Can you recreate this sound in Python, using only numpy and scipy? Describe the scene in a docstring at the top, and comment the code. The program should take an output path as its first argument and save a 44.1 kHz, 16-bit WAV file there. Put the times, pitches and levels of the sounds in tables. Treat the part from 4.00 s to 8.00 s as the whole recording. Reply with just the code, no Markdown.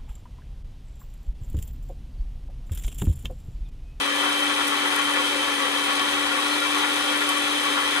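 """A kitchen counter, with an electric meat grinder running close to a stereo microphone. Cooling air whirs, the
brushes hiss and meat crackles at the plate; the walls add a short tail. The auger rasps, the bearings squeak,
the drive whines and knocks, and housing resonances swell into short pulses. In front, the fast brush motor hums
at shaft speed and sags under load, while a small pinion rattles a larger gear, ringing the housing. The rattle
surges as the auger churns."""
import sys
import numpy as np
from scipy import signal
from scipy.fft import rfft, irfft, next_fast_len
from scipy.io import wavfile
from scipy.ndimage import map_coordinates

SR = 44100
rng = np.random.default_rng(int(sys.argv[2]) if len(sys.argv) > 2 else 0)


def to_wav(sig):
    """Store sig (one row per channel, or 1-D mono) as 16-bit WAV at the path in sys.argv[1].

    Samples outside -1..1 are clipped; the rate is SR.
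    """
    pcm = np.clip(np.atleast_2d(sig), -1, 1) * 32767
    pcm = np.round(pcm).astype(np.int16)
    wavfile.write(sys.argv[1], SR, pcm.T)  # frames by channels


N = 176400
PINION_TEETH, GEAR_TEETH = 7, 54
# spectrum that the air and the knocks feed into the housing: f/Hz, relative level/dB
WHIR_SPECTRUM = [(20, -50), (42, -18), (90, -15), (125, -12), (165, -17), (240, -2.5), (330, -4), (520, -5),
                 (700, -6.5), (1000, -2), (1900, -2.5), (2400, 4), (3300, -.5), (4100, -2), (5000, -8),
                 (8000, -17), (14000, -49)]


def amp(db):
    """Decibels to gain."""
    return 10 ** (np.asarray(db) / 20)


def unit(x):
    """Scale to rms 1."""
    return x / np.sqrt(np.mean(x ** 2) + 1e-20)


def along(points, hz):
    """Read (f/Hz, value) points on a log frequency axis."""
    f, values = np.transpose(points)
    return np.interp(np.log(hz + 1), np.log(np.sort(f) + 1), values)


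def wobble(rate):
    """A smooth random curve with `rate` knots a second."""
    return map_coordinates(rng.standard_normal(4096), [np.arange(N) * rate / SR + 2], mode="wrap")


def filtered(x, response):
    """Multiply the spectrum of x by response(f)."""
    size = next_fast_len(N + SR // 2)
    return irfft(rfft(x, size) * response(np.fft.rfftfreq(size, 1 / SR)), size)[..., :N]


def coloured(x, level_db):
    """A causal, minimum-phase filter with the gain level_db(f)."""
    size = 2 * next_fast_len(N)
    cepstrum = irfft(np.log(amp(level_db(np.fft.rfftfreq(size, 1 / SR)))), size)
    fold = np.r_[1, np.full(size // 2 - 1, 2), np.zeros(size // 2)]
    return irfft(rfft(x, size) * np.exp(rfft(cepstrum * fold)), size)[..., :N]


def bursts(events, t, t60_s):
    """A quickly dying burst of stereo noise for each (t/s, level/dB) event."""
    envelope = sum((t >= start) * amp(db - 60 * np.abs(t - start) / t60_s) for start, db in events)
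    return envelope * rng.standard_normal((2, N))


def swell(offset, length):
    """A bell-shaped envelope, `length` wide at half power."""
    return .5 ** (2 * (offset / length) ** 2)


def panned(x, pan_db):
    """Place a signal pan_db louder on the left than on the right."""
    return x * amp(np.array([[pan_db], [-pan_db]]) / 2)


def spread(pair):
    """Two unrelated signals become the shared and the differing part at the microphone's two ports."""
    balance = [(60, 4), (250, 2), (390, 22), (540, 23), (760, 0.5), (950, 6.5), (1400, 4.5), (1900, 7),
               (2600, 2.5), (4000, 3), (4600, -5), (5900, 1), (7400, -4), (8500, -0.5)]  # tilt between the ports: f/Hz, left minus right/dB
    likeness = [(40, 0.82), (290, 0.97), (520, 0.19), (800, 1), (1400, 0.83), (2100, 0.084), (2600, 0.76),
                (3300, 0.61), (4300, 0.073), (6500, 0.68), (8500, 0.85), (9600, 0.77), (10300, 1),
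                (11200, 0.55), (11800, 0.55)]  # how alike the ports sound: f/Hz, coherence/0..1
    angle = lambda f: np.arccos(np.clip(along(likeness, f), 0, 1)) / 2
    mid, side = filtered(pair, lambda f: np.array([np.cos(angle(f)), np.sin(angle(f))]))
    tilt = lambda f: amp(np.outer([1, -1], along(balance, f)) / 2)
    left_right = np.array([mid + side, mid - side])
    return filtered(left_right, lambda f: tilt(f) / np.sqrt(np.mean(tilt(f) ** 2, axis=0)))


def out_of_step(pair):
    """Sound reaches the microphone's two ports with different phases."""
    lead = [(30, .1), (280, .75), (470, .7), (560, -1.5), (800, -1), (2000, -1), (2600, -2.6), (3150, -2.8),
            (3600, -5.2), (3900, -5), (4200, -7.3), (4700, -6.5), (5500, -9.5), (5850, -12), (6400, -12.4),
            (7000, -15), (8400, -12.7), (8950, -12.4), (10300, -9.4), (11000, -8.2), (11700, -6.3)]  # phase between the ports: f/Hz, lead of the left/rad
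    return filtered(pair, lambda f: np.exp(.5j * np.outer([1, -1], along(lead, f))))


def kitchen(pair, t60_s=.09, tail_db=-8.5):
    """The counter, sink and walls add a short tail."""
    t = np.arange(SR // 4) / SR
    tail = rng.standard_normal((2, len(t))) * amp(-60 * t / t60_s) * (t > .002)
    tail /= np.linalg.norm(tail[0])
    return pair + amp(tail_db) * signal.fftconvolve(pair, tail, axes=1)[:, :N]


def housing(force, spectrum):
    """A force, shaped by the given spectrum, heard through the ringing housing."""
    resonances = [(396, 43, 6), (531, 59, 11), (776, 43, 11), (1102, 97, 5.5), (1240, 27, 4.5),
                  (1403, 48, 4.5), (1736, 23, 8), (1945, 62, 5.5), (2350, 130, 3), (2598, 40, 7.5),
                  (2940, 40, 4.5), (3173, 113, 12), (3303, 55, 9), (3500, 160, 3), (3840, 120, 3.5),
                  (4030, 49, 3.5)]  # modes of the housing: f/Hz, width/Hz, lift/dB

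    def lift_db(f):
        peaks = sum(abs(amp(db) ** 2 - 1) / (1 + (2 * (f - hz) / width) ** 2) ** 1.16
                    for hz, width, db in resonances)
        return 10 * np.log10(1 + peaks)
    return coloured(force, lambda f: along(spectrum, f) + lift_db(f))


def whir(level_db=-26, waver_db=.6):
    """Cooling air and bearings: a wavering rush through the housing."""
    rush = rng.standard_normal((2, N)) * amp(waver_db * wobble(27.9))
    return amp(level_db) * unit(spread(kitchen(housing(rush, WHIR_SPECTRUM))))


def brushes(speed, level_db=-35, grain_db=2.7, db_per_hz=.13):
    """Carbon scrapes on the commutator: a grainy hiss that grows with speed."""
    spectrum = [(2000, -30), (4800, -6), (5900, 0), (6300, -4), (6900, -1), (7400, -4), (7900, -2),
                (8200, -4), (9000, 0), (9400, 1), (9520, 5), (9650, 0), (10200, -2), (10750, 3),
                (11300, -2), (12000, -11), (13000, -28)]  # brush hiss: f/Hz, relative level/dB
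    scrape = rng.standard_normal((2, N)) * amp(grain_db * wobble(950) + db_per_hz * (speed - speed.mean()))
    hiss = coloured(scrape, lambda f: along(spectrum, f))
    return amp(level_db) * unit(spread(kitchen(hiss)))


def meat_pops(t):
    """Meat crackles at the plate in bright, wet pops."""
    pops = [(.649, -23), (.672, -14), (.679, -14), (.962, -13), (3.291, -8.3)]  # wet pops: t/s, level before filtering/dB
    spectrum = [(500, -22), (3000, -8), (7200, -7), (8700, 0), (11500, -4), (15000, -17)]  # colour of a pop: f/Hz, gain/dB
    return coloured(bursts(pops, t, t60_s=.014), lambda f: along(spectrum, f))


def drive_knocks(t):
    """Dry knocks in the drive ring the housing."""
    knocks = [(.498, -16), (.686, -33), (.927, -23), (1.159, -19), (1.996, -13)]  # blows in the drive: t/s, level before filtering/dB
    return housing(bursts(knocks, t, t60_s=.018), WHIR_SPECTRUM)


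def bearing_squeaks(t):
    """As the load eases, the bearings squeal: metal slips on metal in short, unsteady glides."""
    slips = [(2.465, .055, 3330, 3600, -38), (2.495, .08, 4150, 4115, -35), (2.565, .05, 3650, 3200, -38),
             (2.56, .07, 2340, 2350, -35), (2.59, .13, 2610, 2630, -38), (3.065, .05, 3130, 3280, -32.5)]  # squeaks: t/s, length/s, start f/Hz, end f/Hz, level/dB
    squeaks = np.zeros(N)
    for start, length, start_hz, end_hz, db in slips:
        progress = np.clip((t - start) / length, 0, 1)
        hz = start_hz + (end_hz - start_hz) * progress + 16 * wobble(300)
        tone = np.sqrt(2) * np.sin(2 * np.pi * np.cumsum(hz) / SR)
        squeaks += amp(db) * np.sin(np.pi * progress) * tone
    return panned(squeaks, pan_db=2.5)


def auger_rasps(t):
    """The auger rubs in its barrel: brief rasping swells through the housing."""
    rubs = [(.125, .02, -29), (.505, .03, -29), (.85, .07, -30.5), (.99, .06, -31), (1.165, .03, -27.5),
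            (2.372, .02, -29), (2.85, .025, -30), (3.15, .025, -30), (3.22, .02, -28), (3.962, .055, -28)]  # rasps: centre t/s, length/s, level/dB
    spectrum = [(600, -40), (1300, -14), (1600, 0), (2100, -1), (2450, -6), (3000, -22), (6000, -40)]  # rubbing force: f/Hz, relative level/dB
    envelope = sum(amp(db) * swell(t - centre, length) for centre, length, db in rubs)
    return envelope * unit(spread(housing(rng.standard_normal((2, N)), spectrum)))


def drive_whine(t, hz=3102, pulse_db=3.6, smear_rad=1.05):
    """A narrow, pulsing metallic whine of the drive comes and goes, right of centre."""
    contour = [(0, -40), (.3, -36.5), (.7, -39.5), (1.25, -38), (1.9, -40), (2.5, -46), (3.1, -43),
               (3.65, -38.5), (4, -42)]  # course of the whine: t/s, level/dB
    level_db = np.interp(t, *np.transpose(contour)) + pulse_db * wobble(45)
    tone = np.sqrt(2) * np.sin(2 * np.pi * hz * t + smear_rad * wobble(70))
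    return panned(amp(level_db) * tone, pan_db=-5)


def panel_rings(speed, t):
    """Shaken at random, the freest panels sound fluttering tones, most changing in level with speed."""
    # ringing panels: f/Hz, flutter rate/Hz, level/dB, slope/(dB per Hz of speed), left minus right/dB
    panels = [(1416, 50, -43.5, 1, 2), (1747, 51, -49.5, -1.5, 8), (1909, 55, -45.5, 0, 10),
              (2333, 50, -48, 1, 11.5), (3520, 50, -52.5, 2.8, 2)]
    excess_hz = np.clip(speed - speed.mean(), -3, 3)
    rings = np.zeros((2, N))
    for hz, rate, db, slope, pan_db in panels:
        flutter = wobble(rate) + 1j * wobble(rate)
        tone = unit(np.real(flutter * np.exp(2j * np.pi * hz * t)))
        rings += panned(amp(db + slope * excess_hz) * tone, pan_db)
    return rings


def housing_pings(t, gain_db=-1.5):
    """The gears bear hard for a moment and one housing resonance swells into a clear tone."""
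    pulses = [(.21, 0.024, 3130, -28), (.255, .05, 1125, -36), (0.286, 0.012, 3110, -24),
              (0.43, .015, 3115, -24), (0.506, .016, 1740, -36), (0.506, .04, 1122, -33.5),
              (0.582, .035, 1410, -35), (0.692, .016, 1420, -32), (.735, 0.032, 1120, -29),
              (0.862, 0.017, 1405, -33), (0.96, 0.029, 1396, -35), (0.99, .029, 1122, -31),
              (1.055, .015, 3110, -26), (1.092, 0.022, 1140, -33), (1.156, 0.029, 1740, -38),
              (1.19, 0.024, 1115, -25), (1.255, 0.041, 3110, -35), (1.48, 0.021, 1123, -29.5),
              (1.63, 0.049, 1140, -30), (1.673, .015, 3060, -32), (1.927, 0.02, 1123, -30),
              (2.02, 0.014, 1128, -26.5), (2.231, 0.016, 1740, -36), (2.232, .054, 1120, -31.5),
              (2.319, 0.013, 1420, -27), (2.39, 0.032, 1128, -30), (2.624, 0.011, 1388, -26),
              (2.733, 0.013, 1410, -31.5), (2.852, .016, 1420, -29), (2.862, .016, 1146, -36),
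              (3.128, 0.015, 1420, -31.5), (3.222, 0.025, 1410, -29.5), (3.29, 0.017, 3080, -26.5),
              (3.337, 0.055, 1128, -35), (3.593, .033, 3120, -35), (3.664, 0.031, 1140, -35),
              (3.768, 0.019, 1410, -28), (3.974, 0.019, 1420, -29)]  # pitched pulses: centre t/s, length/s, f/Hz, relative level/dB
    pings = np.zeros(N)
    for centre, length, hz, db in pulses:
        tone = np.sqrt(2) * np.sin(2 * np.pi * hz * t + rng.uniform(0, 2 * np.pi))
        pings += amp(db + gain_db) * swell(t - centre, length) * tone
    return panned(pings, pan_db=6.5)


def rotation_tones(turns, partials, smear_rate, waver_db=3.37):
    """Multiples of a rotation, each blurred by play in the gears."""
    tones = np.zeros((2, N))
    for multiple, db, smear_rad, pan_db in partials:
        gain = amp(db + waver_db * wobble(14))
        phase = 2 * np.pi * multiple * turns + smear_rad * wobble(smear_rate)
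        tones += panned(gain * unit(np.sin(phase)), pan_db)
    return tones


def motor(turns, speed, shake, hum_db=-35, db_per_hz=.3, waver_db=1.36, smear_rad=.1):
    """The rotor's unbalance gives a clean hum; its overtones and the gear tones are rougher."""
    # tones of shaft and gear: multiple of its own speed, level/dB, phase smear/rad, left minus right/dB
    shaft_partials = [(2, -61, 0.28, 16), (6, -47, 0.61, 13), (7, -50.5, 1, 2), (8, -50, 1, 11.5),
                      (9, -47, 1, 8.5), (12, -43, 0.65, 3), (13, -45, 0.66, 5), (14, -54, 0.76, 7),
                      (16, -55.5, 0.91, -3), (24, -58, .8, 5)]
    gear_partials = [(10, -49, 0.6, 6.5), (11, -52.5, 0.94, 9), (14, -48, 0.95, 10), (15, -47.5, 0.73, 9),
                     (30, -43, 0.74, -6)]
    level_db = hum_db + db_per_hz * (speed - speed.mean()) + waver_db * wobble(21.83)
    hum = amp(level_db) * unit(np.sin(2 * np.pi * turns + smear_rad * wobble(40)))
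    overtones = rotation_tones(turns, shaft_partials, smear_rate=55)
    gear_tones = rotation_tones(turns * PINION_TEETH / GEAR_TEETH, gear_partials, smear_rate=35)
    return panned(hum, pan_db=4.5) + overtones + shake * gear_tones


def auger_surges(t, base_db=5.2):
    """How far the churning auger lifts the rattle above its mean, in dB."""
    surges = [(0.046, 0.05, -3.5), (0.242, 0.093, 0), (0.326, 0.081, -3.5), (0.512, 0.041, -1.5),
              (0.595, 0.046, -1.5), (0.726, 0.059, -2.5), (0.858, 0.015, 1), (0.955, 0.1, -0.8),
              (1.093, 0.026, -1), (1.172, 0.014, 3), (1.316, 0.016, -3), (1.433, 0.033, -3),
              (1.647, 0.089, -1.5), (1.907, 0.027, -1.5), (2.22, 0.2, -3.5), (2.376, .06, -4.5),
              (2.656, 0.029, -2.5), (2.77, 0.054, -1), (2.85, 0.038, -0.5), (3.0, .05, -3.5),
              (3.221, 0.035, -4), (3.323, 0.092, -3.5), (3.68, 0.073, -2), (3.778, 0.024, 1.5),
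              (3.965, 0.028, -2)]  # surges of the rattle: centre t/s, length/s, height relative to base_db/dB
    lift_db = sum((base_db + db) * swell(t - centre, length) ** 2 for centre, length, db in surges)
    return lift_db - lift_db.mean()


def gear_rattle(turns, surge_db, t, level_db=-29, flutter_db=1.2, jitter_s=.00016):
    """Each tooth strikes a little early or late, harder on worn teeth and in the surges."""
    spectrum = [(100, -42), (300, -20), (650, -13), (880, -1), (1150, 2), (1580, -2), (2050, -4),
                (2600, -14), (3600, -19), (4600, -26), (8000, -34), (14000, -50)]  # force of the teeth: f/Hz, relative level/dB
    tooth = np.arange(int(turns[-1] * PINION_TEETH))
    wear = rng.standard_normal((2, GEAR_TEETH))[:, tooth % GEAR_TEETH]  # repeats with each gear turn
    timing, scatter = np.split(rng.standard_normal((9000, 4))[:len(tooth)].T, 2)
    strike_s = np.interp(tooth / PINION_TEETH, turns, t) + jitter_s * timing
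    samples = np.clip(strike_s * SR, 0, N).astype(int)
    forces = np.exp(.13 * wear + .35 * scatter)
    blows = np.array([np.bincount(at, force, N + 1)[:N] for at, force in zip(samples, forces)])
    blows = (blows - blows.mean()) * amp(surge_db + flutter_db * wobble(32.72))
    return amp(level_db) * unit(spread(kitchen(housing(blows, spectrum))))


def scene():
    """The whole grinder from close by; most parts reach the two ports out of step."""
    shaft_speed = [(0, 282.9), (0.17, 288.2), (0.4, 292.3), (0.75, 288.9), (1.1, 291.0), (1.25, 289.2),
                   (1.42, 290.8), (1.63, 283.9), (1.85, 289.0), (1.95, 286.9), (2.1, 291.0), (2.3, 289.1),
                   (2.52, 294.0), (3.1, 293.0), (3.35, 292.0), (3.62, 293.1), (3.8, 288.4), (4, 292.0)]  # motor speed, sagging under load: t/s, rotation f/Hz
    t = np.arange(N) / SR
    speed = np.interp(t, *np.transpose(shaft_speed)) + .3 * wobble(14)
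    turns = np.cumsum(speed) / SR
    surge_db = auger_surges(t)
    shake = amp(.47 * surge_db)  # the share of each surge that reaches the panels and gear tones
    impacts = spread(meat_pops(t) + drive_knocks(t))
    running = motor(turns, speed, shake) + gear_rattle(turns, surge_db, t) + whir() + brushes(speed)
    body = out_of_step(running + impacts + housing_pings(t) + auger_rasps(t))
    return body + shake * panel_rings(speed, t) + drive_whine(t) + bearing_squeaks(t)


def record(dry, top_hz=13000):
    """The microphone's signal is cut off steeply above the band limit."""
    return filtered(dry, lambda f: 1 / np.sqrt(1 + (f / top_hz) ** 80))


dry = scene()
out = record(dry)
to_wav(out)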